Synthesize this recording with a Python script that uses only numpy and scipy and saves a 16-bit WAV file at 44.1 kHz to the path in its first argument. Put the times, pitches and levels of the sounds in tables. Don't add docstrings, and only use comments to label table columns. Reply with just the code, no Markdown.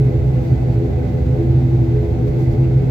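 import sys
import numpy as np
from scipy import signal
from scipy.fft import rfft, irfft
from scipy.io import wavfile
from scipy.ndimage import uniform_filter1d

SR = 44100
rng = np.random.default_rng(int(sys.argv[2]) if len(sys.argv) > 2 else 0)


def put_to_file(sound):
    columns = np.atleast_2d(sound).T
    safe = np.clip(columns, -1, 1)
    whole_steps = np.round(safe * 32767)
    wavfile.write(sys.argv[1], SR, whole_steps.astype(np.int16))


N = 127890
TIME = np.arange(N) / SR
FREQS = np.maximum(np.arange(N // 2 + 1) * SR / N, 1)
SIDES = np.array([[1], [-1]])


def from_db(db):
    return 10 ** (np.asarray(db) / 20)


def rms_one(x):
    return x / np.sqrt(np.mean(np.abs(x) ** 2) + 1e-20)


def over_time(points):
    return np.interp(TIME, *np.transpose(points))


def over_hz(points):
    hz, value = np.transpose(points)
    return np.interp(np.log(FREQS), np.log(hz), value)


def pan(db):
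    gains = from_db(SIDES * db / 2)
    return gains / np.sqrt(np.mean(gains ** 2, axis=0))


def drift(rate_hz):
    return rms_one(irfft(rfft(rng.standard_normal(N)) / (1 + (FREQS / rate_hz) ** 2), N))


def waver(roughness, rate_hz):
    wander = rms_one(drift(rate_hz) + 1j * drift(rate_hz))
    return np.sqrt(1 - roughness ** 2) + roughness * wander


def swell(peak_s, length_s):
    return np.exp(-2 * ((TIME - peak_s) / length_s) ** 2)


def resonance(hz, width_hz):
    band = 1 / (1 + ((FREQS - hz) / (0.55 * width_hz)) ** 2)
    return rms_one(irfft(rfft(rng.standard_normal((2, N))) * band, N))


# freq_hz, correlation
EAR_LIKENESS = [(60, .99), (170, 0.93), (260, .84), (440, .85), (660, .6), (770, 0.16), (850, 0.41),
                (930, -0.39), (1400, -0.17), (2400, 0.016), (15000, 0.037)]
# freq_hz, pan_db
EAR_BALANCE = [(60, -1.5), (200, -1.5), (380, 1.5), (720, 4.5), (1250, 0), (2700, -4.5), (5400, -3),
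               (7000, 1)]
def cabin_noise(spectrum):
    mid, side = np.exp(2j * np.pi * rng.random((2, len(FREQS))))
    alike = over_hz(EAR_LIKENESS)
    ears = np.sqrt(1 + alike) * mid + np.sqrt(1 - alike) * side * SIDES
    return rms_one(irfft(ears * from_db(over_hz(spectrum)) * pan(over_hz(EAR_BALANCE)), N))


# pitch_hz, level_db
WHINE_TONES = [(3468, -76), (3646, -72), (3742, -73), (3923, -76), (4160, -76), (4578, -75), (6103, -75),
               (7629, -80), (14223, -81)]
def whines():
    flaring_hz, flare_db = 4578, 10
    flares = sum(swell(peak_s, length_s=0.08) for peak_s in (0.52, 0.69, 1.07, 2.65))
    out = 0
    for hz, db in WHINE_TONES:
        ears = np.array([waver(roughness=0.53, rate_hz=1.9) for _ in range(2)])
        tone = rms_one((ears * np.exp(2j * np.pi * hz * TIME)).real)
        out += from_db(db + flare_db * flares * (hz == flaring_hz)) * tone
    return out


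# peak_s, length_s, level_db
RUSTLE_CUES = [(0.459, .08, -54.5), (0.738, .1, -61), (2.283, 0.017, -54), (2.42, 0.069, -54),
               (2.528, 0.039, -56)]
# freq_hz, relative_db
RUSTLE_EQ = [(1500, -2.5), (4300, 3.5), (7500, -3), (8800, -16), (11500, -3), (15000, -6.5)]
def rustles():
    envelope = sum(from_db(db) * swell(peak_s, length_s) for peak_s, length_s, db in RUSTLE_CUES)
    return cabin_noise(RUSTLE_EQ) * envelope


# peak_s, length_s, pitch_hz, level_db
CREAK_CUES = [(0.374, .025, 2820, -54), (2.645, 0.0236, 2650, -50)]
def creaks():
    return pan(-7) * sum(from_db(db) * swell(peak_s, length_s) * resonance(hz, width_hz=550)
                         for peak_s, length_s, hz, db in CREAK_CUES)


# freq_hz, relative_db
AIR_EQ = [(500, -12), (1000, -5), (1300, 3), (2500, -1.5), (2900, -6.5), (4400, -8.5), (5500, -14),
          (7800, -17.5), (8600, -37.5), (11500, -23), (14500, -21.5), (15700, -30.5)]
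# pitch_hz, width_hz, level_db, pan_db
DUCT_RINGS = [(1514, 45, -62, -7), (2031, 71, -56, -7.5), (2175, 150, -60, -9), (2560, 83, -65.5, -4.5)]
# time_s, gain_db
DUCT_RIDE = [(0.1, 1.5), (0.25, -1), (0.48, 3.5), (0.85, -3.5), (1.05, 4), (1.13, -1.5), (1.87, -1.5),
             (2.0, 1), (2.26, -1), (2.43, 4.5), (2.55, 2)]
def cabin_air():
    hiss_db, flutter_db = -47.5, 0.5
    hiss = from_db(hiss_db + flutter_db * drift(rate_hz=21)) * cabin_noise(AIR_EQ)
    ringing = sum(from_db(db) * pan(pan_db) * resonance(hz, width_hz)
                  for hz, width_hz, db, pan_db in DUCT_RINGS)
    return hiss + ringing * from_db(over_time(DUCT_RIDE))


# shaft_multiple, level_db, roughness, pan_db, ear_phase_rad
HUM_PARTIALS = [(3, -32, 0.67, 1, 0), (4, -27.5, 0.38, 2.5, 0.02), (5, -31.5, 0.31, 1.5, 0.05),
                (6, -37, 0.5, 4, -0.76), (7, -41.5, .7, -7, -1.7), (8, -47.5, 0.7, -5, -1.1),
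                (9, -49.5, .8, -5, -0.5), (10, -51.5, 0.9, 1, 0.8), (11, -55, 0.8, 6, 3.5)]
# time_s, relative_db
FOURTH_RIDE = [(0.05, -28.5), (0.17, -25.5), (0.23, -38), (0.52, -30), (0.74, -34), (0.82, -22),
               (0.93, -32), (1.1, -26), (1.21, -41), (1.27, -25.5), (1.32, -37), (1.43, -19), (1.5, -26),
               (1.72, -26.5), (1.86, -19.5), (2.01, -29), (2.24, -24.5), (2.29, -41), (2.34, -24),
               (2.5, -28), (2.76, -25), (2.87, -39)]
FIFTH_RIDE = [(0.04, -24), (0.4, -39.5), (0.47, -32.5), (0.74, -39), (0.83, -25), (0.93, -27.5), (1.1, -38),
              (1.3, -39), (1.39, -26), (1.57, -44.5), (1.9, -35), (1.97, -23), (2.22, -35.5), (2.27, -26),
              (2.48, -42), (2.57, -29.5), (2.87, -32.5)]
SIXTH_RIDE = [(0.05, -47), (0.14, -33), (0.3, -44), (0.36, -30), (0.55, -48.5), (0.64, -31), (0.77, -42.5),
              (0.94, -27), (1.11, -43.5), (1.33, -31), (1.6, -44), (1.9, -34.5), (1.98, -32), (2.04, -39.5),
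              (2.85, -39.5)]
def engine_hum():
    shaft_hz, shaft_wander = 83.55, 0.00407
    skirt_db, skirt_hz, skirt_spread = -6.5, 17.35, 0.75
    rides, ride_depth = {4: FOURTH_RIDE, 5: FIFTH_RIDE, 6: SIXTH_RIDE}, 0.99
    turns = np.cumsum(shaft_hz * (1 + shaft_wander * drift(rate_hz=3))) / SR
    out = 0
    for multiple, db, roughness, pan_db, ear_phase in HUM_PARTIALS:
        strength = waver(roughness, rate_hz=9)
        if multiple in rides:
            strength = rms_one(strength * from_db(ride_depth * over_time(rides[multiple])))
        skirt = waver(1, skirt_hz) + skirt_spread * SIDES * waver(1, skirt_hz)
        angle = 2 * np.pi * (multiple * turns + rng.random()) + SIDES * ear_phase / 2
        partial = (strength + from_db(skirt_db) * skirt) * np.exp(1j * angle)
        out += from_db(db) * pan(pan_db) * rms_one(partial.real)
    return out


# freq_hz, relative_db
RUMBLE_EQ = [(30, -43.5), (44, -14), (54, -13.5), (63, 2.5), (76, -2), (92, -8), (110, -1), (138, -6),
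             (150, -7.5), (168, -8), (190, -17), (220, -15.5), (270, -15), (295, -22.5), (365, -23.5),
             (400, -18), (450, -31.5), (475, -20), (525, -32), (700, -31.5), (745, -26.5), (870, -35),
             (1100, -42), (1600, -70.5)]
# time_s, relative_db
WHEEL_RIDE = [(0.05, -23), (0.12, -32.5), (0.21, -12), (0.31, -26), (0.39, -20), (0.48, -32.5), (0.51, -21),
              (0.66, -25), (0.84, -32), (0.89, -21), (0.98, -20.5), (1.08, -29), (1.16, -25.5), (1.22, -18),
              (1.46, -24), (1.52, -16), (1.57, -26), (2.0, -23), (2.07, -24.5), (2.12, -17), (2.25, -33.5),
              (2.3, -17), (2.35, -32), (2.47, -29), (2.51, -13.5), (2.59, -30.5), (2.63, -24.5),
              (2.85, -24.5)]
def fuselage_rumble():
    level_db, flutter_db = -18.5, 1.0
    crossovers_hz, wheel_depth, boom_depth = (95, 160), 0.75, 0.25
    noise = cabin_noise(RUMBLE_EQ)
    deep, low = (irfft(rfft(noise) / (1 + (FREQS / hz) ** 10), N) for hz in crossovers_hz)
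    power = uniform_filter1d(np.mean(deep ** 2, axis=0), int(0.05 * SR))
    compression = (power / power.mean()) ** -0.35
    wheel_db, boom_db = over_time(WHEEL_RIDE), over_time(BOOM_RIDE)
    rolling = deep * compression * from_db(wheel_depth * (wheel_db - wheel_db.mean()))
    booming = (low - deep) * from_db(boom_depth * (boom_db - boom_db.mean()))
    fluttering = (noise - low) * from_db(flutter_db * drift(rate_hz=18))
    return from_db(level_db) * (rolling + booming + fluttering)


# time_s, pitch_hz
BOOM_GLIDE = [(0.6, 128.4), (0.81, 123.5), (0.93, 129.2), (1.7, 128.3), (1.84, 122.8), (1.97, 126.7),
              (2.18, 118.6), (2.3, 127.3), (2.85, 129.3)]
# time_s, relative_db
BOOM_RIDE = [(0.05, -11), (0.15, -16.5), (0.21, -23), (0.27, -14.5), (0.48, -21.5), (0.52, -9.5),
             (0.59, -23), (0.64, -17.5), (0.73, -21), (0.79, -14.5), (0.89, -24.5), (0.95, -14),
             (1.01, -17.5), (1.07, -30), (1.15, -13.5), (1.2, -24.5), (1.33, -13.5), (1.43, -22.5),
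             (1.52, -10.5), (1.65, -13), (1.71, -16), (1.82, -11), (1.86, -23.5), (1.95, -10.5),
             (2.01, -15), (2.05, -22), (2.17, -28), (2.22, -12.5), (2.28, -21), (2.43, -11), (2.51, -13),
             (2.54, -23), (2.6, -9), (2.68, -13), (2.77, -8.5), (2.81, -16.5), (2.87, -13)]
def cabin_boom():
    trim_db = -1.7
    cycles = np.cumsum(over_time(BOOM_GLIDE)) / SR
    tone = waver(roughness=0.18, rate_hz=4.5) * np.exp(2j * np.pi * cycles)
    return np.sqrt(2) * tone.real * from_db(over_time(BOOM_RIDE) + trim_db) * pan(-1.15)


def scene():
    return fuselage_rumble() + cabin_boom() + engine_hum() + cabin_air() + whines() + rustles() + creaks()


def record(dry):
    cutoff_hz = 15750
    return signal.sosfilt(signal.ellip(12, 0.1, 80, cutoff_hz, fs=SR, output="sos"), dry)


dry = scene()
out = record(dry)
put_to_file(out)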